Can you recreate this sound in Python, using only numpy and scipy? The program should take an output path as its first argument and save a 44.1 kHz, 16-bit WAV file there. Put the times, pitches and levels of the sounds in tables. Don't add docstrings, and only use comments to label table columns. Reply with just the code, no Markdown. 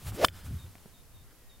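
import sys
import numpy as np
from scipy import signal
from scipy.fft import rfft, irfft, next_fast_len
from scipy.io import wavfile

SR = 44100
rng = np.random.default_rng(int(sys.argv[2]) if len(sys.argv) > 2 else 0)


def unload_audio(sound):
    columns = np.transpose(np.atleast_2d(sound))
    steps = np.round(np.clip(columns, -1, 1) * 32767)
    wavfile.write(sys.argv[1], SR, steps.astype(np.int16))


N = 70560
STRIKE_S = .246

# time in seconds, level in dB.
GUSTS = [(0, -58), (.04, -49.5), (.083, -34), (.115, -40), (.148, -36.5), (.18, -57), (.245, -38),
         (.32, -33), (.39, -56), (.45, -43), (.51, -35), (.575, -36.5), (.625, -53.5), (.652, -39.5),
         (.695, -56), (.8, -61), (1.08, -64.5), (1.22, -56), (1.35, -74), (1.6, -66)]
# peak time, rise and fall in seconds, level in dB.
CLOTH_SWELLS = [(.083, 0.018, 0.018, -42), (.06, 0.064, 0.031, -51), (.16, 0.02, 0.012, -45),
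                (.36, 0.046, .045, -51), (.46, 0.013, 0.02, -50.5), (.55, 0.065, 0.099, -56.5),
                (0.849, 0.36, 0.13, -63)]
# start in seconds, level in dB, brightness in Hz, t60 in seconds.
SHOE_TICKS = [(0.12, -46.5, 1110, 0.057), (0.662, -55, 3370, 0.028), (0.7539, -45.5, 1460, 0.015),
              (0.783, -51, 3800, 0.0029), (.858, -46, 560, .032)]
# time in seconds, club head speed in m/s.
CLUB_SPEED = [(0.1, 7), (0.155, 15), (0.19, 25), (0.21, 27), (0.224, 33), (0.244, 39), (0.27, 31),
              (0.29, 25), (0.32, 13), (0.4, 7)]
# pitch in Hz, relative level in dB, t60 in seconds.
RING_MODES = [(1430, -20, .014), (1790, -25, .014), (2490, -25, .014), (3115, -17, .021), (3490, -16, .023),
              (3765, -22, .016), (4350, -20, .01), (4620, -19, .01), (4960, -16, .011), (7080, -26, .012),
              (8300, -22, .009), (8650, -20, .011), (10100, -24, .01), (10660, -23, .011),
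              (13800, -24, .011)]
# start and length in seconds, level in dB.
BIRD_CHIRPS = [(0.582, 0.076, -56.5), (.934, 0.086, -62.5), (1.138, 0.1, -63), (1.491, 0.082, -60)]
# time in seconds, pitch in Hz.
FAR_BIRD_PITCH = [(1.37, 2030), (1.42, 1920), (1.47, 1850), (1.51, 1885), (1.55, 2050)]

# frequency in Hz, relative level in dB.
BUFFET_EQ = [(20, -13), (45, -6), (85, 1.5), (130, -3), (210, -15), (320, -25), (700, -50.5), (2000, -58)]
HUSH_EQ = [(20, 22.5), (100, 11.5), (250, 6.5), (500, 3), (1000, -1), (2000, -5), (4000, -6.5),
           (8000, -7.5), (12000, -5), (15500, -10)]
WIDE_EQ = [(20, 31.5), (100, -3.5), (500, -2.5), (2000, -5), (8000, -4), (15000, -5.5)]
CLOTH_EQ = [(100, 13), (400, 1), (1200, 1.5), (2000, -3), (3500, -3.5), (5500, -6), (11000, -4),
            (15000, -7.5)]
TORN_AIR_EQ = [(60, -17.5), (200, 3.5), (600, 8), (1100, -3), (1700, -3.5), (3000, -6.5), (5500, -10.5),
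               (8000, -15.5), (15000, -17.5)]
CRACK_EQ = [(100, 2.5), (600, -7), (2000, -10), (5000, -3.5), (7000, -21), (10000, -9), (15000, -24)]
SPRAY_EQ = [(500, -7), (3000, -12), (8000, -3.5), (15000, -2)]
SOIL_EQ = [(30, -15), (100, -11.5), (250, -1), (500, -1.5), (900, -11.5), (3000, -53)]
SLAP_EQ = [(100, -12), (600, -9), (1400, -12), (2100, 6), (3200, 0), (4500, -8), (8000, -10), (15000, -8)]
SCATTER_EQ = [(100, -14), (700, 8.5), (3500, -8.5), (8000, -6), (15000, -18.5)]
SCUFF_EQ = [(100, -8.5), (380, 5.5), (700, -13), (1400, -0.5), (2100, -5), (3000, -26), (15000, -30)]


def amp(db):
    return 10 ** (np.asarray(db) / 20)


def unit(x):
    return x / np.sqrt(np.mean(x ** 2) + 1e-20)


def clock():
    return np.arange(N) / SR


def curve(rows):
    return np.interp(clock(), *np.transpose(rows))


def colour(x, eq):
    size = 2 * next_fast_len(N)
    hz, db = np.transpose(eq)
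    bins_hz = np.fft.rfftfreq(size, 1 / SR)
    gain = amp(np.interp(np.log(bins_hz + 1), np.log(hz), db))
    cepstrum = irfft(np.log(gain))
    cepstrum[1:size // 2] *= 2
    cepstrum[size // 2 + 1:] = 0
    return irfft(rfft(x, size) * np.exp(rfft(cepstrum)))[:N]


def noise(eq):
    return unit(colour(rng.standard_normal(N), eq))


def lowpass(x, hz):
    return signal.sosfilt(signal.butter(2, hz, fs=SR, output="sos"), x)


def soft_noise(hz):
    return unit(lowpass(rng.standard_normal(N), hz))


def decay(start, t60):
    t = clock() - start
    return (t >= 0) * np.exp(-np.log(1000) * np.abs(t) / t60)


def wind_buffet():
    eddies = signal.hilbert(noise(BUFFET_EQ))
    evened = unit(eddies.real / np.sqrt(np.abs(eddies) + .5))
    return amp(curve(GUSTS)) * evened


def field_hush():
    return amp(-58) * noise(HUSH_EQ)


def clothes():
    t = clock()
    power = np.zeros(N)
    for peak, rise, fall, db in CLOTH_SWELLS:
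        width = np.where(t < peak, rise, fall)
        power += amp(db) ** 2 * np.exp(-((t - peak) / width) ** 2)
    return np.sqrt(power) * noise(CLOTH_EQ)


def shoes():
    push_hz = 197
    out = np.zeros(N)
    for start, db, bright_hz, t60 in SHOE_TICKS:
        push = amp(1) * np.sin(2 * np.pi * push_hz * (clock() - start))
        out += amp(db) * decay(start, t60) * (push + soft_noise(bright_hz))
    return out


def swish():
    reference_m_s, whistle_hz = 38, 660
    passed_db, passing_s = -10.5, .0027
    speed = curve(CLUB_SPEED) / reference_m_s
    flutter = lowpass(rng.standard_normal(N) + 1j * rng.standard_normal(N), hz=96)
    flutter /= np.sqrt(np.abs(flutter) + 1e-9)
    tone = np.exp(2j * np.pi * np.cumsum(whistle_hz * speed) / SR)
    whistle = amp(-22.5) * speed ** 4.17 * unit(np.real(flutter * tone))
    hiss = amp(-28) * speed ** 3.58 * noise(TORN_AIR_EQ)
    passed = np.clip((clock() - STRIKE_S) / passing_s, 0, 1)
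    return amp(passed_db * passed) * (whistle + hiss)


def ball_contact():
    thud_hz, contact_s = 1151, .0027
    t = clock() - STRIKE_S
    press = (t > 0) * (1 - np.clip(t / contact_s, 0, 1) ** 2)
    scrape = amp(-12) * noise(CRACK_EQ)
    thud = amp(-1) * np.sin(2 * np.pi * thud_hz * t)
    return press * (scrape - thud)


def turf():
    clumps = amp(6 * soft_noise(hz=503))
    spray = amp(-30) * decay(STRIKE_S, t60=.17) * unit(clumps * noise(SPRAY_EQ))
    thump = amp(-22.5) * decay(STRIKE_S, t60=.027) * noise(SOIL_EQ)
    return spray + thump


def ball_click():
    leave_s, attack_s = STRIKE_S + .0024, .0004
    t = clock() - leave_s
    ring = sum(amp(db) * decay(leave_s, t60) * np.sin(2 * np.pi * (hz * t + rng.random()))
               for hz, db, t60 in RING_MODES)
    crack = amp(-8.5) * decay(leave_s, t60=.0093) * noise(CRACK_EQ)
    return np.clip(t / attack_s, 0, 1) * (amp(4) * ring + crack)


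def shelter_echo(click):
    delay_s = .0358
    slap = np.interp(clock() - delay_s, clock(), colour(click, SLAP_EQ), left=0)
    scatter = noise(SCATTER_EQ) * decay(0, t60=1)
    tail = signal.fftconvolve(click, scatter / np.linalg.norm(scatter))[:N]
    return amp(-10) * slap + amp(-26) * tail


def small_bird():
    pitch_hz, drop_hz, settle_s = 3686, 340, .0066
    sag_hz_per_s, waver_hz = 330, 24.8
    edge_s, fade_db = .008, -6
    out = np.zeros(N)
    for start, length, db in BIRD_CHIRPS:
        t = np.clip(clock() - start, 0, length)
        hz = pitch_hz + drop_hz * np.exp(-t / settle_s) - sag_hz_per_s * t
        hz += waver_hz * soft_noise(hz=150)
        gate = np.clip(np.minimum(t, length - t) / edge_s, 0, 1)
        out += amp(db + fade_db * t / length) * gate * np.sin(2 * np.pi * np.cumsum(hz) / SR)
    return out


def scuff():
    peak_s, width_s = 1.295, .07
    return amp(-67) * np.exp(-((clock() - peak_s) / width_s) ** 2) * noise(SCUFF_EQ)


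def far_bird():
    start, end = FAR_BIRD_PITCH[0][0], FAR_BIRD_PITCH[-1][0]
    progress = np.clip((clock() - start) / (end - start), 0, 1)
    arch = np.sqrt(np.abs(np.sin(np.pi * progress)))
    return amp(-72) * arch * np.sin(2 * np.pi * np.cumsum(curve(FAR_BIRD_PITCH)) / SR)


def scene():
    click = ball_click()
    mid = wind_buffet() + field_hush() + scuff() + clothes() + shoes()
    mid += swish() + ball_contact() + turf() + click + shelter_echo(click)
    mid += small_bird() + far_bird()
    side = amp(-58.5) * noise(WIDE_EQ)
    return np.array([mid + side, mid - side])


def record(dry):
    threshold_db, duck_db, ceiling, top_hz = -11, -11.5, .29, 15750
    attack_s, hold_s, release_s = .01, .064, .022
    t = clock()
    over = np.abs(dry).max(axis=0) > amp(threshold_db)
    since_over = t - np.maximum.accumulate(np.where(over, t, -10))
    duck = np.exp(-np.maximum(since_over - hold_s, 0) / release_s)
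    pole = np.exp(-1 / (attack_s * SR))
    gain = amp(duck_db * signal.lfilter([1 - pole], [1, -pole], duck))
    clipped = np.clip(dry * gain, -ceiling, ceiling)
    return signal.sosfilt(signal.ellip(10, .1, 90, top_hz, fs=SR, output="sos"), clipped)


dry = scene()
out = record(dry)
unload_audio(out)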